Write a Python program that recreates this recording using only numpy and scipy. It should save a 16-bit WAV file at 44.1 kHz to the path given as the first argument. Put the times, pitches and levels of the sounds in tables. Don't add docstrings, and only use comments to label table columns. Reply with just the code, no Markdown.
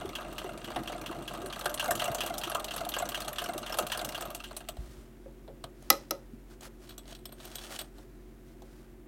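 import sys
import numpy as np
from scipy import signal
from scipy.fft import rfft, irfft
from scipy.io import wavfile
from scipy.ndimage import uniform_filter1d

SR = 44100
rng = np.random.default_rng(int(sys.argv[2]) if len(sys.argv) > 2 else 0)


def waveform_to_disk(signal):
    frames = np.transpose(np.atleast_2d(signal))
    scaled = np.clip(frames, -1, 1) * 32767
    samples = np.round(scaled).astype(np.int16)
    wavfile.write(sys.argv[1], SR, samples)


N = 399987
T = np.arange(N) / SR


def undb(db):
    return 10 ** (np.asarray(db) / 20)


def unit(x):
    return x / np.sqrt(np.mean(x ** 2))


def add(out, s, sound):
    i = max(int(s * SR), 0)
    out[i:i + len(sound)] += sound[:max(N - i, 0)]


def during(span, size=1000):
    inside = (T > span[0]) & (T < span[1])
    return uniform_filter1d(1. * inside, size=size)


def body(colour, modes=(), size=4096):
    f = np.maximum(np.fft.rfftfreq(size, 1 / SR), 1)
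    points = np.array(colour)
    db = np.interp(np.log(f), np.log(points[:, 0]), points[:, 1])
    for hz, width, lift_db in modes:
        peak = (undb(lift_db) ** 2 - 1) / (1 + (2 * (f - hz) / width) ** 2)
        db = db + 10 * np.log10(1 + peak)
    cepstrum = irfft(np.log(undb(db)))
    cepstrum[1:size // 2] *= 2
    cepstrum[size // 2 + 1:] = 0
    return irfft(np.exp(rfft(cepstrum)))[:size // 2]


def through(x, response):
    return signal.fftconvolve(x, response)[:len(x)]


def contact(response, lift_db=11, count=4):
    pitches = np.geomspace(1100, 15000, 200)[rng.integers(200, size=count)]
    modes = [(hz, hz / 14, lift_db) for hz in pitches]
    spot = body([(100, 0), (16000, 0)], modes, size=256)
    return np.convolve(response, spot)


def blow(response, rise_s, decay_s, rattle_db, rattle_s, grain_db=4, size=4096, count=176):
    t = np.arange(size) / SR
    bounces = undb(grain_db * np.repeat(rng.standard_normal(size // 32), 32))
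    rattle = undb(rattle_db) * bounces * np.exp(-t / rattle_s)
    force = (1 - np.exp(-(t / rise_s) ** 2)) * (np.exp(-t / decay_s) + rattle)
    y = through(force * rng.standard_normal(size), response)
    return y / np.sqrt(uniform_filter1d(y ** 2, count).max())


def thud(hz, rise_s, decay_s, drop, overtone_db=-60, size=12000):
    t = np.arange(size) / SR
    swell = (1 - np.exp(-(t / rise_s) ** 2)) * np.exp(-t / decay_s)
    swell = swell / swell.max()
    sagging_hz = hz * (1 + drop * (np.exp(-t / decay_s / 2) - .5))
    phase = 2 * np.pi * np.cumsum(sagging_hz) / SR
    overtones = np.sin(2 * phase) + np.sin(3 * phase) / 2
    return swell * np.sin(phase) + undb(overtone_db) * swell ** 2 * overtones


def friction(response, grain_db, grain_hz):
    catches = np.interp(T * grain_hz, np.arange(N), rng.standard_normal(N))
    return unit(through(rng.standard_normal(N) * undb(grain_db * catches), response))


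def crackle(response, rate_hz, spread_db, size=300):
    hits = (rng.random(N) < rate_hz / SR) * rng.choice([-1, 1], N)
    catches = hits * undb(spread_db * np.minimum(rng.standard_normal(N), 2))
    scratch = rng.standard_normal(size) * np.exp(-np.arange(size) / SR / .0014)
    return unit(through(catches, np.convolve(response, scratch)))


# (shuttle swing [s], feed drop [s], shuttle relative level [dB], force on the steel [dB],
#  force on the table [dB], groan relative level [dB])
STITCHES = [(-.08, 0.09, -32, 4, 2, -32.5), (0.152, 0.3267, -25, -1.5, 1.5, -38),
            (.3806, 0.5752, -26, 1, 0.5, -32), (0.643, 0.8326, -30.5, 1, 0.5, -49),
            (.874, 1.013, -26.5, 2.5, 3, -34), (1.06, 1.2232, -27, -1.5, 1, -38),
            (1.277, 1.459, -27, 1.5, 1.5, -39), (1.5254, 1.741, -28.5, 0, -1.5, -50),
            (1.7958, 1.952, -18.5, -0.5, 2.5, -24.5), (1.9945, 2.1464, -21.5, 1, 3.5, -23.5),
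            (2.2053, 2.38, -20, 0, 0.5, -26), (2.4347, 2.643, -22.5, 0, 0, -53),
            (2.7078, 2.8888, -26.5, -0.5, -1, -26.5), (2.9379, 3.0884, -21.5, -0.5, 1, -22),
            (3.1446, 3.3283, -21, -2.5, -2, -46), (3.383, 3.578, -20.5, -2, 0.5, -24.5),
            (3.6616, 3.8663, -29, -0.5, 0.5, -49), (3.918, 4.0885, -20.5, -1, -1, -27),
            (4.146, 4.347, -24.5, -2, -1, -35.5), (4.438, 4.858, -30.5, -12, -9.5, -50)]
FEED_TURN = .76


def turn_marks():
    times = [s for row in STITCHES for s in row[:2]]
    turns = [k + share for k in range(len(STITCHES)) for share in (0, FEED_TURN)]
    return times, turns


def time_of(turn):
    times, turns = turn_marks()
    return np.interp(turn, turns, times)


def near_turn(turn, share, width):
    return np.exp(-(((turn - share + .5) % 1 - .5) / width) ** 2)


# (from [s], to [s])
RISE_S = (1.32, 1.695)
SCREEN_STEEL_DB, SCREEN_TABLE_DB, SCREEN_TICK_DB, SCREEN_HISS_DB = -11.5, -4.5, -15.5, -3.5
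SCREEN_RUB_DB, NEAR_RUMBLE_DB = -20, 1.5


def under_table(s):
    return np.interp(s, RISE_S, (1, 0))


# (frequency [Hz], relative level [dB])
AIR = [(25, -26), (42, -2), (60, -18), (92, -19.5), (134, -9.5), (175, -21.5), (217, -18.5), (363, -8),
       (451, -23), (775, -26.5), (1040, -30), (2000, -32.5), (4870, -45), (16000, -42)]
AIR_DB = -56.5
SHAFT_HZ = 45.12
# (multiple of the shaft rate [1], level [dB rms])
COMPRESSOR = [(1, -54), (2, -73), (3, -65), (4, -76), (5, -61), (6, -67.5), (7, -70), (8, -62), (9, -71.5),
              (11, -74.5), (12, -77.5), (15, -75)]
# (frequency [Hz], level [dB rms])
MAINS = [(60, -71), (120, -69), (240, -74), (300, -70)]


def background():
    waver = np.interp(T, np.arange(12), rng.standard_normal(12))
    turns = np.cumsum(SHAFT_HZ + .04 * waver) / SR
    lines = [(k * turns, db) for k, db in COMPRESSOR] + [(hz * T, db) for hz, db in MAINS]
    hum = 0
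    for cycles, db in lines:
        hum = hum + np.sqrt(2) * undb(db) * np.sin(2 * np.pi * (cycles + rng.random()))
    return hum + undb(AIR_DB) * unit(through(rng.standard_normal(N), body(AIR)))


# (frequency [Hz], width [Hz], lift [dB])
MACHINE_MODES = [(331.7, 24, 8), (603, 25, 5), (707, 22, 7), (1220, 78, 3), (1615, 60.6, 6), (2785, 130, 8),
                 (3290, 130, 5), (4200, 520, 2), (6080, 320, 5.5), (6870, 240, 1.5), (7960, 205, 3.5),
                 (8685, 300, 2.5), (9500, 370, 2.5), (11170, 150, 1), (11600, 400, 6.5)]
# (frequency [Hz], relative level [dB])
RUMBLE = [(30, -21), (70, -5), (130, -0.5), (190, 0), (320, -1.5), (420, -6.5), (600, -11), (1500, -41)]
TABLE = [(100, -15.5), (300, -21), (470, -3), (650, 3.5), (950, -4.5), (1300, -4), (1800, -17), (2600, -19),
         (6000, -57)]
SLIDE = [(700, -14), (1800, -3), (3000, 2.5), (5000, -5.5), (9000, -6.5), (16000, -26)]
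RUB = [(200, -51), (480, -13), (680, -3), (900, -14), (2500, -45)]
# (frequency [Hz], width [Hz], lift [dB])
RUB_MODES = [(592, 35, 18), (699, 48, 6.5)]
RUMBLE_DB, CHATTER_DB, RUB_DB, HISS_DB, JIGGLE_DB = -53, -49, -47.5, -59.5, -57
LOAD_TURN, LOAD_WIDTH, LOAD_DB = 0.6, 0.25, 5
RACE_TURN, RACE_WIDTH, RACE_DB = 0.21, 0.24, 3.5
COAST_S, COAST_DB_PER_S = 4.2, 25


def gear():
    turn, under = np.interp(T, *turn_marks()), under_table(T)
    table_force_db = [row[4] for row in STITCHES]
    force = undb(np.interp(turn, np.arange(len(STITCHES)) + .5, table_force_db))
    load = near_turn(turn, LOAD_TURN, LOAD_WIDTH)
    race = near_turn(turn, RACE_TURN, RACE_WIDTH)
    running = undb(-COAST_DB_PER_S * np.maximum(T - COAST_S, 0))

    rumble = friction(body(RUMBLE, MACHINE_MODES), grain_db=4, grain_hz=60.5)
    rumble = undb(RUMBLE_DB + NEAR_RUMBLE_DB * under) * rumble
    chatter = friction(body(TABLE, MACHINE_MODES), grain_db=2.5, grain_hz=202.2)
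    chatter = undb(CHATTER_DB + SCREEN_TABLE_DB * under) * chatter
    rub = friction(body(RUB, RUB_MODES), grain_db=2.5, grain_hz=49.7)
    rub = undb(RUB_DB + SCREEN_RUB_DB * under) * rub
    loaded = force * (undb(LOAD_DB * load) * (rumble + chatter) + load * rub)

    slides = body(SLIDE, MACHINE_MODES)
    hiss = undb(HISS_DB) * friction(slides, grain_db=2.0, grain_hz=316)
    jiggle = unit(sum(crackle(contact(slides), rate_hz=28, spread_db=3.5) for _ in range(6)))
    sliding = hiss + undb(JIGGLE_DB) * jiggle
    return running * (loaded + undb(SCREEN_HISS_DB * under + RACE_DB * race) * sliding)


# (share of the turn [1],
# steel ring relative level [dB], table knock relative level [dB], bright tick relative level [dB])
CLACKS = [(.128, -29, -31, -40), (.232, -30, -32, -32), (.298, -25, -33, -39.5), (.41, -31, -36.5, -40),
          (.59, -30, -38.5, -39), (.76, -27.5, -37, -31.5), (.905, -27.5, -39, -46.5)]
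PLAY_S, PLAY_DB, STOP_S = .002, 1.24, 4.63


def strokes():
    rows = []
    for k, (_, _, _, steel_force_db, table_force_db, _) in enumerate(STITCHES):
        force_db = np.array([steel_force_db, table_force_db, steel_force_db])
        for share, *levels_db in CLACKS:
            chance = rng.standard_normal(4)
            s = time_of(k + share) + PLAY_S * chance[0] * (share != FEED_TURN)
            screen_db = under_table(s) * np.array([SCREEN_STEEL_DB, SCREEN_TABLE_DB, SCREEN_TICK_DB])
            if 0 < s < STOP_S:
                rows.append((s, *(np.array(levels_db) + force_db + screen_db + PLAY_DB * chance[1:])))
    return rows


# (time [s], steel ring relative level [dB], table knock relative level [dB], # bright tick
# relative level [dB])
JERKS = [(0.76, -27, -25, -43), (1.6563, -20.5, -21.5, -29.5), (1.9071, -24, -21.5, -23),
         (2.0172, -21.5, -30.5, -39), (2.548, -21, -22, -31.5), (3.2794, -26, -28, -33.5),
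         (3.7857, -19.5, -20.5, -24.5), (4.0464, -24.5, -37, -31), (4.565, -32, -46, -34),
         (4.6864, -25, -32, -34)]
# (frequency [Hz], relative level [dB])
STEEL = [(600, -35.5), (1400, -1), (2100, -8), (3000, 2), (4300, 1), (5500, -11.5), (9000, -22)]
TICK = [(1500, -34.5), (4000, -14), (5500, -3), (8000, 1), (10500, -1.5), (13500, -0.5), (16000, -5)]


def linkage():
    out = np.zeros(N)
    steel, table, tick = (body(c, MACHINE_MODES) for c in (STEEL, TABLE, TICK))
    for s, steel_db, table_db, tick_db in JERKS + strokes():
        click = blow(contact(tick, lift_db=9), rise_s=0.0014, decay_s=0.0032, rattle_db=-12, rattle_s=0.015)
        ring = blow(contact(steel, lift_db=8), rise_s=0.00031, decay_s=0.0088,
                    rattle_db=16.0, rattle_s=0.0072)
        knock = blow(contact(table), rise_s=0.002, decay_s=0.0079, rattle_db=-19.5, rattle_s=0.038)
        add(out, s, undb(tick_db - 3.5) * click)
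        add(out, s, undb(steel_db - 11.5) * ring)
        add(out, s, undb(table_db - 4.0) * knock)
    return out


GROAN_TURN, GROAN_HZ, GROAN_SCATTER = .42, 693, 0.01
# (time [s], relative level [dB], nominal pitch [Hz])
BUMPS = [(0.047, -20.5, 383), (0.06, -28, 85), (0.444, -20.5, 384), (0.765, -21, 324), (1.1, -24.5, 344),
         (1.384, -24, 317), (1.44, -20.5, 381), (1.663, -25, 362), (1.89, -13, 666), (1.919, -29, 348),
         (2.099, -20.5, 127), (2.469, -23, 338), (2.864, -18.5, 703), (3.557, -24.5, 347),
         (3.808, -22.5, 350), (3.834, -22, 622), (4.254, -27, 640), (5.644, -30, 122.8),
         (6.333, -27.5, 241)]
# (time [s], level [dB])
ROCKING = [(4.776, -33), (4.87, -44), (4.97, -46)]
# (time [s], relative level [dB])
JOLTS = [(5.257, -41), (5.480, -41), (5.642, -47), (5.910, -28), (6.111, -32), (6.665, -47.5),
         (7.988, -56.5), (8.624, -51)]
# (frequency [Hz], relative level [dB])
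WOOD = [(100, -15.5), (300, 4), (520, -3), (800, -7), (1300, -16), (2500, -26), (6000, -47)]
# (frequency [Hz], width [Hz], lift [dB])
TOP_MODES = [(340, 20, 7.5), (543, 45, 18), (885, 120, 8.5), (1310, 40, 6)]


def cabinet():
    out, top = np.zeros(N), body(WOOD, TOP_MODES)
    for k, (*_, db) in enumerate(STITCHES):
        hz = GROAN_HZ * (1 + GROAN_SCATTER * rng.standard_normal())
        groan = thud(hz, rise_s=0.0055, decay_s=0.01, drop=0.083, overtone_db=-10.0)
        add(out, time_of(k + GROAN_TURN), undb(db - 3.0) * groan)
    for s, db, hz in BUMPS:
        add(out, s, undb(db - 11.0) * thud(hz, rise_s=0.0029, decay_s=0.0088, drop=0.063))
    for s, db in ROCKING:
        add(out, s, undb(db) * thud(hz=55, rise_s=0.018, decay_s=0.024, drop=0.44, overtone_db=-10.0))
    for s, db in JOLTS:
        jolt = blow(top, rise_s=0.0016, decay_s=.014, rattle_db=-9, rattle_s=0.046, size=8192)
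        add(out, s, undb(db - 2.5) * jolt)
    return out


# (frequency [Hz], relative level [dB])
RATTLE = [(300, -35.5), (900, -4.5), (1600, -3.5), (2300, -10), (3100, 3), (3700, -7.5), (5000, -12.5),
          (8000, -16), (16000, -20.5)]


def shuttle():
    out, carrier = np.zeros(N), body(RATTLE, MACHINE_MODES)
    for s, _, db, *_ in STITCHES[1:]:
        for bounce in range(4):
            late_s = bounce * (.0075 + .0008 * rng.standard_normal())
            hit = blow(carrier, rise_s=0.00088, decay_s=0.009, rattle_db=-20.0, rattle_s=0.038)
            add(out, s + late_s, undb(db - 8.5 - 8.2 * bounce) * hit)
    return out


# (time [s], length [s], relative level [dB])
SCRAPES = [(4.683, 0.44, -62.5), (5.733, 0.41, -64.5), (6.484, 0.079, -63), (6.606, 0.086, -48),
           (6.78, 0.2, -58), (7.05, 0.11, -55), (7.31, 0.51, -50), (7.52, 0.4, -55), (7.685, 0.1, -46),
           (7.789, 0.041, -45), (7.925, 0.14, -66), (8.45, .1, -73), (8.597, 0.3, -70)]
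# (from [s], to [s]), resting relative level [dB]
HANDS_S, HANDS_DB = (4.75, 8.95), -72
# (from [s], to [s])
PULL_S = (6.85, 7.85)
SLIP_HZ, SLIP_DB = 45.05, 2
# (frequency [Hz], relative level [dB])
FABRIC = [(200, -14), (600, 8), (1000, 1), (1500, 4), (2200, -3), (3500, -3), (6000, -4.5), (10000, -7.5),
          (16000, -13)]
# (frequency [Hz], width [Hz], lift [dB])
PLATE_MODES = [(690, 57, 7.6), (1546, 240, 1.5), (3360, 160, 5), (4010, 300, 4), (5660, 280, 2.5)]


def cloth():
    drag = undb(HANDS_DB) * during(HANDS_S)
    for s, length_s, db in SCRAPES:
        add(drag, s, undb(db) * signal.windows.tukey(int(length_s * SR), .8))
    taut = during(PULL_S)
    catches = np.interp(T * SLIP_HZ, np.arange(N), rng.standard_normal(N))
    slips = undb(SLIP_DB * taut * catches)
    fabric = friction(body(FABRIC), grain_db=2, grain_hz=302)
    thread = crackle(body(SLIDE, PLATE_MODES), rate_hz=220, spread_db=6)
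    return drag * slips * (fabric * undb(-4 * taut) + undb(-7.0) * taut * thread)


# steel ring, table knock, bright tick, mean relative levels [dB]
TUG_DB = (-42, -53, -65)


def tugs(spread_db, count=18):
    times = np.interp((np.arange(count) + rng.random(count)) / count, (0, 1), PULL_S)
    return [(s, *(np.array(TUG_DB) + spread_db * rng.standard_normal(3))) for s in times]


# (time [s],
# steel ring relative level [dB], table knock relative level [dB], bright tick relative level [dB])
TICKS = [(4.7678, -42, -39.5, -56), (5.4774, -44.5, -46, -75), (5.6393, -29.5, -33, -45.5),
         (5.8237, -49, -47, -55.5), (6.6072, -43, -48, -48.5), (6.8927, -35, -54.5, -52.5),
         (6.9794, -37, -46, -42.5), (7.1232, -39, -43, -69), (7.1496, -34.5, -53, -52),
         (7.2546, -31.5, -45, -41), (7.3234, -39, -44.5, -50.5), (7.4522, -38, -43, -47),
         (7.555, -27.5, -42, -37.5), (7.5832, -29, -46, -53), (7.7897, -24, -39, -38),
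         (7.8124, -31, -39, -41), (7.9828, -43.5, -48.5, -60.5), (8.6198, -47, -45, -58)]
# (frequency [Hz], relative level [dB], time to fall 60 dB [s])
SPRING = [(3370, 3, 0.15), (8000, 2, 0.13), (8280, -10, 0.17), (8680, 3.5, 0.11), (8940, -5, 0.14),
          (12000, 10, 0.072), (12500, -13, .1)]


def handling():
    out, t = np.zeros(N), T[:SR // 2]
    steel, table, tick = (body(c, PLATE_MODES) for c in (STEEL, TABLE, TICK))
    for s, steel_db, table_db, tick_db in TICKS + tugs(spread_db=4.5):
        click = blow(contact(tick, lift_db=12.5), rise_s=.001, decay_s=.0025,
                     rattle_db=-22.5, rattle_s=0.013)
        ring = blow(steel, rise_s=0.00049, decay_s=0.0063, rattle_db=-16.5, rattle_s=.012)
        knock = blow(table, rise_s=.0012, decay_s=0.0027, rattle_db=-19.0, rattle_s=0.011)
        add(out, s, undb(tick_db - 1) * click)
        add(out, s, undb(steel_db - 13) * ring)
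        add(out, s, undb(table_db - 5.5) * knock)
        if PULL_S[0] < s < PULL_S[1]:
            for hz, db, t60 in SPRING:
                pluck = np.sin(2 * np.pi * hz * t) * np.exp(-np.log(1000) * t / t60)
                add(out, s, undb(tick_db + db - 13 + 2.7 * rng.standard_normal()) * pluck)
    return out


# (time [s], steel relative level [dB], table relative level [dB],
# tick relative level [dB])
SNAPS = [(5.9014, -14.5, -13.5, -13.5), (6.1077, -28.5, -26, -30)]
# (frequency [Hz], width [Hz], lift [dB])
LEVER_MODES = [(578, 74, 6.4), (805, 40, 13), (1285, 70, 12.8), (2000, 45, 17), (3300, 75, 2.4),
               (4020, 110, 12.3), (5120, 200, 14), (5770, 200, 16), (6370, 130, 8), (6500, 130, 7.2),
               (11450, 280, 12), (11980, 160, 4.6), (12500, 400, 6)]
# (frequency [Hz], relative level [dB])
LEVER_LOW = [(100, -16.5), (300, -11), (520, 1), (850, -6.5), (1250, -0.5), (1700, -12), (2500, -7),
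             (4000, -23), (9000, -46)]
LEVER_MID = [(1000, -30), (2600, -4.5), (3800, 2), (6500, -8), (8000, -2.5), (11000, -19.5)]
LEVER_TOP = [(3000, -34), (7000, -5.5), (8500, -3), (11000, 3), (13500, 0.5), (16000, -1)]


def lever():
    out = np.zeros(N)
    low, mid, top = (body(c, LEVER_MODES) for c in (LEVER_LOW, LEVER_MID, LEVER_TOP))
    for s, steel_db, table_db, tick_db in SNAPS:
        click = blow(top, rise_s=.0016, decay_s=.0017, rattle_db=-43.5, rattle_s=0.032)
        ring = blow(mid, rise_s=0.0013, decay_s=.0023, rattle_db=-34.5, rattle_s=0.034, size=8192)
        knock = blow(low, rise_s=.0015, decay_s=0.0045, rattle_db=-30.5, rattle_s=0.029, size=8192)
        trail = blow(body(SLIDE), rise_s=0.016, decay_s=.028, rattle_db=-11.5, rattle_s=.035, size=8192)
        add(out, s, undb(tick_db + 2.0) * click)
        add(out, s, undb(steel_db + 0.5) * ring)
        add(out, s, undb(table_db - 3.5) * knock)
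        add(out, s, undb(steel_db - 31.0) * trail)
    return out


def room(x, wet_low_db, wet_high_db, t60_low, t60_high, size=22050):
    t = np.arange(size) / SR
    noise = rng.standard_normal(size) * (1 - np.exp(-(t / 0.01174) ** 2))
    low = signal.sosfilt(signal.butter(2, 2000, fs=SR, output="sos"), noise)
    low_tail = undb(wet_low_db - 60 * t / t60_low) * low
    high_tail = undb(wet_high_db - 60 * t / t60_high) * (noise - low)
    return x + through(x, low_tail + high_tail)


def scene():
    near = gear() + linkage() + cabinet() + shuttle() + cloth() + handling() + lever()
    wet = room(near, wet_low_db=-37.5, wet_high_db=-45.5, t60_low=0.2, t60_high=0.09)
    return (wet + background())[None]


TOP_HZ = 16000


def record(dry):
    rounded = .8 * np.tanh(dry / .8)
    return signal.sosfilt(signal.ellip(8, .2, 70, TOP_HZ, fs=SR, output="sos"), rounded)


dry = scene()
out = record(dry)
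waveform_to_disk(out)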